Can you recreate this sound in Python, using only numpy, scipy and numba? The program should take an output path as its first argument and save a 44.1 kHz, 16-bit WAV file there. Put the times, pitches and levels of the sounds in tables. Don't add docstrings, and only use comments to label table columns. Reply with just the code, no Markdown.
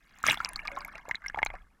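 import sys
import numpy as np
from scipy import signal
from scipy.fft import rfft, irfft
from scipy.io import wavfile
from numba import njit

SR = 44100
rng = np.random.default_rng(int(sys.argv[2]) if len(sys.argv) > 2 else 0)


def gain_from_db(level_db):
    decades = np.asarray(level_db, float) / 20
    return 10 ** decades


def log_audio(samples):
    frames = np.atleast_2d(samples).T
    limited = np.clip(frames, -1, 1)
    pcm = np.round(limited * 32767).astype(np.int16)
    wavfile.write(sys.argv[1], SR, pcm)


N = 79380
RISE_S, GLIDE = 0.00063, 0.13


def level(x, db):
    return x * gain_from_db(db) / np.sqrt(np.mean(x ** 2))


def curve(table):
    rows = np.array(table)
    return gain_from_db(np.interp(np.arange(N) / SR, rows[:, 0], rows[:, 1]))


def band(x, lo_hz, hi_hz):
    return signal.sosfilt(signal.butter(2, [lo_hz, hi_hz], "band", fs=SR, output="sos"), x)


def noise_band(lo_hz, hi_hz, db):
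    return level(band(rng.standard_normal(N), lo_hz, hi_hz), db)


@njit
def rings(n, start, size, hz, t60, rise, glide):
    out = np.zeros(n)
    for k in range(len(start)):
        fall, grow = np.log(1000) / t60[k], 1 / rise
        top = np.log(1 + 2 * grow / fall) / grow
        norm = size[k] / ((1 - np.exp(-grow * top)) ** 2 * np.exp(-fall * top))
        first, phase = int(start[k] * SR), 0.
        for i in range(min(int((t60[k] + top) * SR), n - first)):
            t = i / SR
            phase += min(hz[k] * (1 + glide * t / t60[k]) / SR, .4)
            envelope = (1 - np.exp(-grow * t)) ** 2 * np.exp(-fall * t)
            out[first + i] += norm * envelope * np.sin(2 * np.pi * phase)
    return out


def snaps(start, size, t60):
    marks = np.zeros(N)
    marks[(start * SR).astype(int)] = size
    envelope = signal.lfilter([1], [1, -np.exp(-np.log(1000) / t60 / SR)], marks)
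    return envelope * rng.standard_normal(N)


def cloud(per_s, hz, octaves, cycles, spread_db):
    u = rng.random((4000, 5))
    start = np.cumsum(-np.log(1 - u[:, 0])) / per_s
    pitch = np.clip(hz * 2 ** (octaves * np.sqrt(6) * (u[:, 1] + u[:, 2] - 1)), 300, 15000)
    size = gain_from_db(spread_db * u[:, 3] ** 2) * (start < N / SR)
    t60 = cycles * (.5 + u[:, 4]) / pitch
    return level(rings(N, np.minimum(start, N / SR), size, pitch, t60, RISE_S, GLIDE), 0)


# frequency in Hz, relative density in dB per Hz.
HISS_COLOUR = [(88, -37), (150, 3), (398, -10), (2140, -24.5), (12700, -28.5), (16000, -51.5)]


def hiss():
    rows, f = np.array(HISS_COLOUR), np.arange(N // 2 + 1) * SR / N + 1
    gain = gain_from_db(np.interp(np.log(f), np.log(rows[:, 0]), rows[:, 1]))
    return level(irfft(rfft(rng.standard_normal(N)) * gain, N), -73.5)


# time in seconds, gain in dB on the spray and the low blow.
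STRIKE_FORCE = [(0, -76.5), (.235, -64.5), (.26, -37), (.3, -30), (.345, -40), (.36, -59.5), (.47, -59.5)]


def strike():
    end_s = STRIKE_FORCE[-1][0]
    return curve(STRIKE_FORCE) * (np.arange(N) / SR < end_s)


# time in seconds, level of the push in dB.
PUSH_LEVEL = [(0, -69), (.18, -63.5), (.3, -58.5), (.55, -51), (1.2, -63.5), (1.36, -49), (1.54, -44),
              (1.8, -71)]


def rumble(near):
    push = noise_band(24.1 / 2, 24.1 * 1.84, 0)
    slosh = noise_band(150 / 1.1, 150 * 2, -19)
    bursts = np.abs(band(near, 450, 2100))
    thud = band(bursts, 138 / 3, 138 * 2) * gain_from_db(-14.5)
    blow = noise_band(138.4 / 2, 138.4 * 2, -11)
    return strike() * blow + curve(PUSH_LEVEL) * push + curve(SWARM_LEVEL) * slosh + thud


def spray():
    droplets = cloud(per_s=2200, hz=3785, octaves=0.92, cycles=19, spread_db=32)
    churn = gain_from_db(3) * cloud(per_s=2000, hz=1950, octaves=0.393, cycles=20, spread_db=23)
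    when, size = rng.random((600, 2)).T
    foam = level(band(snaps(when * N / SR, size * size, TICK_T60_S), 2400, 17000), -12)
    return strike() * (droplets + churn + foam)


def stirring():
    flurry_s = 0.0055
    starts = np.array([row[0] for row in BUBBLE_RINGS + GLUG_BURSTS])
    marks = np.zeros(N)
    marks[(starts * SR).astype(int)] = gain_from_db(6.5)
    return 1 + signal.lfilter([1], [1, -np.exp(-1 / flurry_s / SR)], marks)


# time in seconds, gain in dB before the flurries and the mix of layers.
SWARM_LEVEL = [(0, -79), (.23, -51), (.37, -44.5), (.78, -44), (.98, -46), (1.04, -57), (1.1, -47),
               (1.19, -59), (1.4, -52.5), (1.56, -50.5), (1.68, -68)]


def swarm():
    gurgle = cloud(per_s=900, hz=1394.6, octaves=.55, cycles=42.2, spread_db=18.5)
    fizz = cloud(per_s=1600, hz=5300, octaves=0.75, cycles=17, spread_db=30)
    return curve(SWARM_LEVEL) * stirring() / 2 * (gurgle + gain_from_db(-19.5) * fizz)


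# start in seconds, peak of the tone in dB, pitch in Hz.
DROPLET_TICKS = [(0.1866, -47, 7130), (0.2297, -39.5, 7500), (0.4899, -29.5, 10300), (0.5333, -35.5, 9500),
                 (0.5644, -40, 7140), (0.7551, -52, 6000), (0.7881, -45.5, 6700), (0.8492, -38.5, 12000),
                 (0.8786, -45, 11200), (1.089, -39, 7260), (1.2665, -43, 10450), (1.4496, -35.5, 7370)]
TICK_T60_S = 0.0048


def ticks():
    start, db, hz = np.array(DROPLET_TICKS, float).T.copy()
    tone = rings(N, start, gain_from_db(db), hz, np.full_like(start, TICK_T60_S), RISE_S / 2, 0.)
    return tone + band(snaps(start, gain_from_db(db - 1), TICK_T60_S), 2000, 15000)


# start in seconds, base level in dB, extra level of overtones and snap in dB.
GLUG_BURSTS = [(1.345, -36, -5.5), (1.388, -35.5, 0), (1.419, -40, -7), (1.429, -28.5, 4),
               (1.462, -36.5, 2.5), (1.502, -45.5, 2.5)]
# starting pitch in Hz (overtones scatter around it), added level in dB, t60 in seconds.
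POCKET_MODES = [(850, 11, 0.016), (1310, 8, 0.0047), (1954, 10.5, 0.0092), (2980, -4, 0.01)]


def glugs():
    start, db, over_db = np.array(GLUG_BURSTS, float).T.copy()
    out = band(snaps(start, gain_from_db(db + over_db - 12.5), 0.0085), 99, 7200)
    for k, (hz, mode_db, t60) in enumerate(POCKET_MODES):
        overtone = min(k, 1)
        pitch = hz * (1 + 0.054 * overtone * rng.standard_normal(len(start)))
        size = gain_from_db(db + mode_db + overtone * over_db)
        out = out + rings(N, start, size, pitch, np.full_like(start, t60), RISE_S / 2, GLIDE)
    return out


# start in seconds, peak in dB before the flutter, starting pitch in Hz, ring t60 in seconds.
BUBBLE_RINGS = [(0.239, -17, 1327, 0.016), (0.2664, -12, 5630, 0.00073), (0.283, -26.5, 629, 0.045),
                (0.2855, -12.5, 2140, 0.0043), (0.2984, -12, 3610, 0.0073), (0.3096, -15, 2620, 0.004),
                (0.3728, -34.5, 3400, 0.027), (0.403, -19.5, 1347, 0.025), (0.4477, -17.5, 4950, 0.0016),
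                (0.4572, -21, 2470, 0.0028), (0.559, -24, 4260, 0.0082), (0.591, -33, 2246, 0.028),
                (0.6529, -36.5, 1188, 0.086), (0.6741, -23.5, 4020, 0.0011), (0.679, -23, 2292, 0.009),
                (0.717, -44, 561, 0.4), (0.763, -41.5, 3600, 0.011), (0.771, -28.5, 1051, 0.069),
                (0.8065, -40.5, 4620, 0.0041), (0.8145, -35, 1160, 0.025), (0.847, -35, 2130, 0.011),
                (0.882, -37, 1350, 0.026), (0.9545, -26.5, 2346, 0.0041), (0.98, -33.5, 3950, 0.0015),
                (1.0534, -35, 945, 0.012), (1.083, -33, 546, 0.011), (1.0939, -36.5, 890, 0.035),
                (1.1115, -18, 1883, 0.0068), (1.146, -26, 1870, 0.0042), (1.1538, -26.5, 3770, 0.0052),
                (1.2202, -48, 1970, 0.043), (1.241, -37.5, 1565, 0.11), (1.2613, -25.5, 2040, 0.012),
                (1.282, -31.5, 5440, 0.011), (1.2983, -25, 1620, 0.0055), (1.359, -31.5, 1110, 0.012),
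                (1.3737, -25, 799.4, 0.058), (1.39, -27.5, 1660, 0.015), (1.4609, -28.5, 6090, 0.0041),
                (1.4676, -33.5, 3970, 0.012), (1.553, -35, 1750, 0.0074), (1.538, -36.5, 734, 0.054)]


def bubbles():
    start, db, hz, t60 = np.array(BUBBLE_RINGS, float).T.copy()
    flutter = 1 + noise_band(41, 340, -8)
    tones = rings(N, start, gain_from_db(db), hz, t60, RISE_S, GLIDE)
    snap_size = gain_from_db(db - 13.5) * hz / 2000
    return flutter * tones + band(snaps(start, snap_size, 0.011), 260, 4800)


def housing_ring(near):
    t60_s, hz = 0.02, 1813
    t = np.arange(SR // 8) / SR
    ring = band(rng.standard_normal(len(t)), hz / 1.17, hz * 2) * 1000 ** (-t / t60_s)
    return signal.fftconvolve(near, level(ring, -13.5) / np.sqrt(len(t)))[:N]


def scene():
    near = bubbles() + glugs() + ticks() + swarm() + spray()
    return (near + housing_ring(near) + rumble(near) + hiss())[None]


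def roll_off(x):
    return signal.sosfilt(signal.butter(12, 16520, fs=SR, output="sos"), x)


def record(dry):
    cut = signal.sosfilt(signal.ellip(12, .2, 70, 16200, fs=SR, output="sos"), dry)
    return roll_off(cut)


dry = scene()
out = record(dry)
log_audio(out)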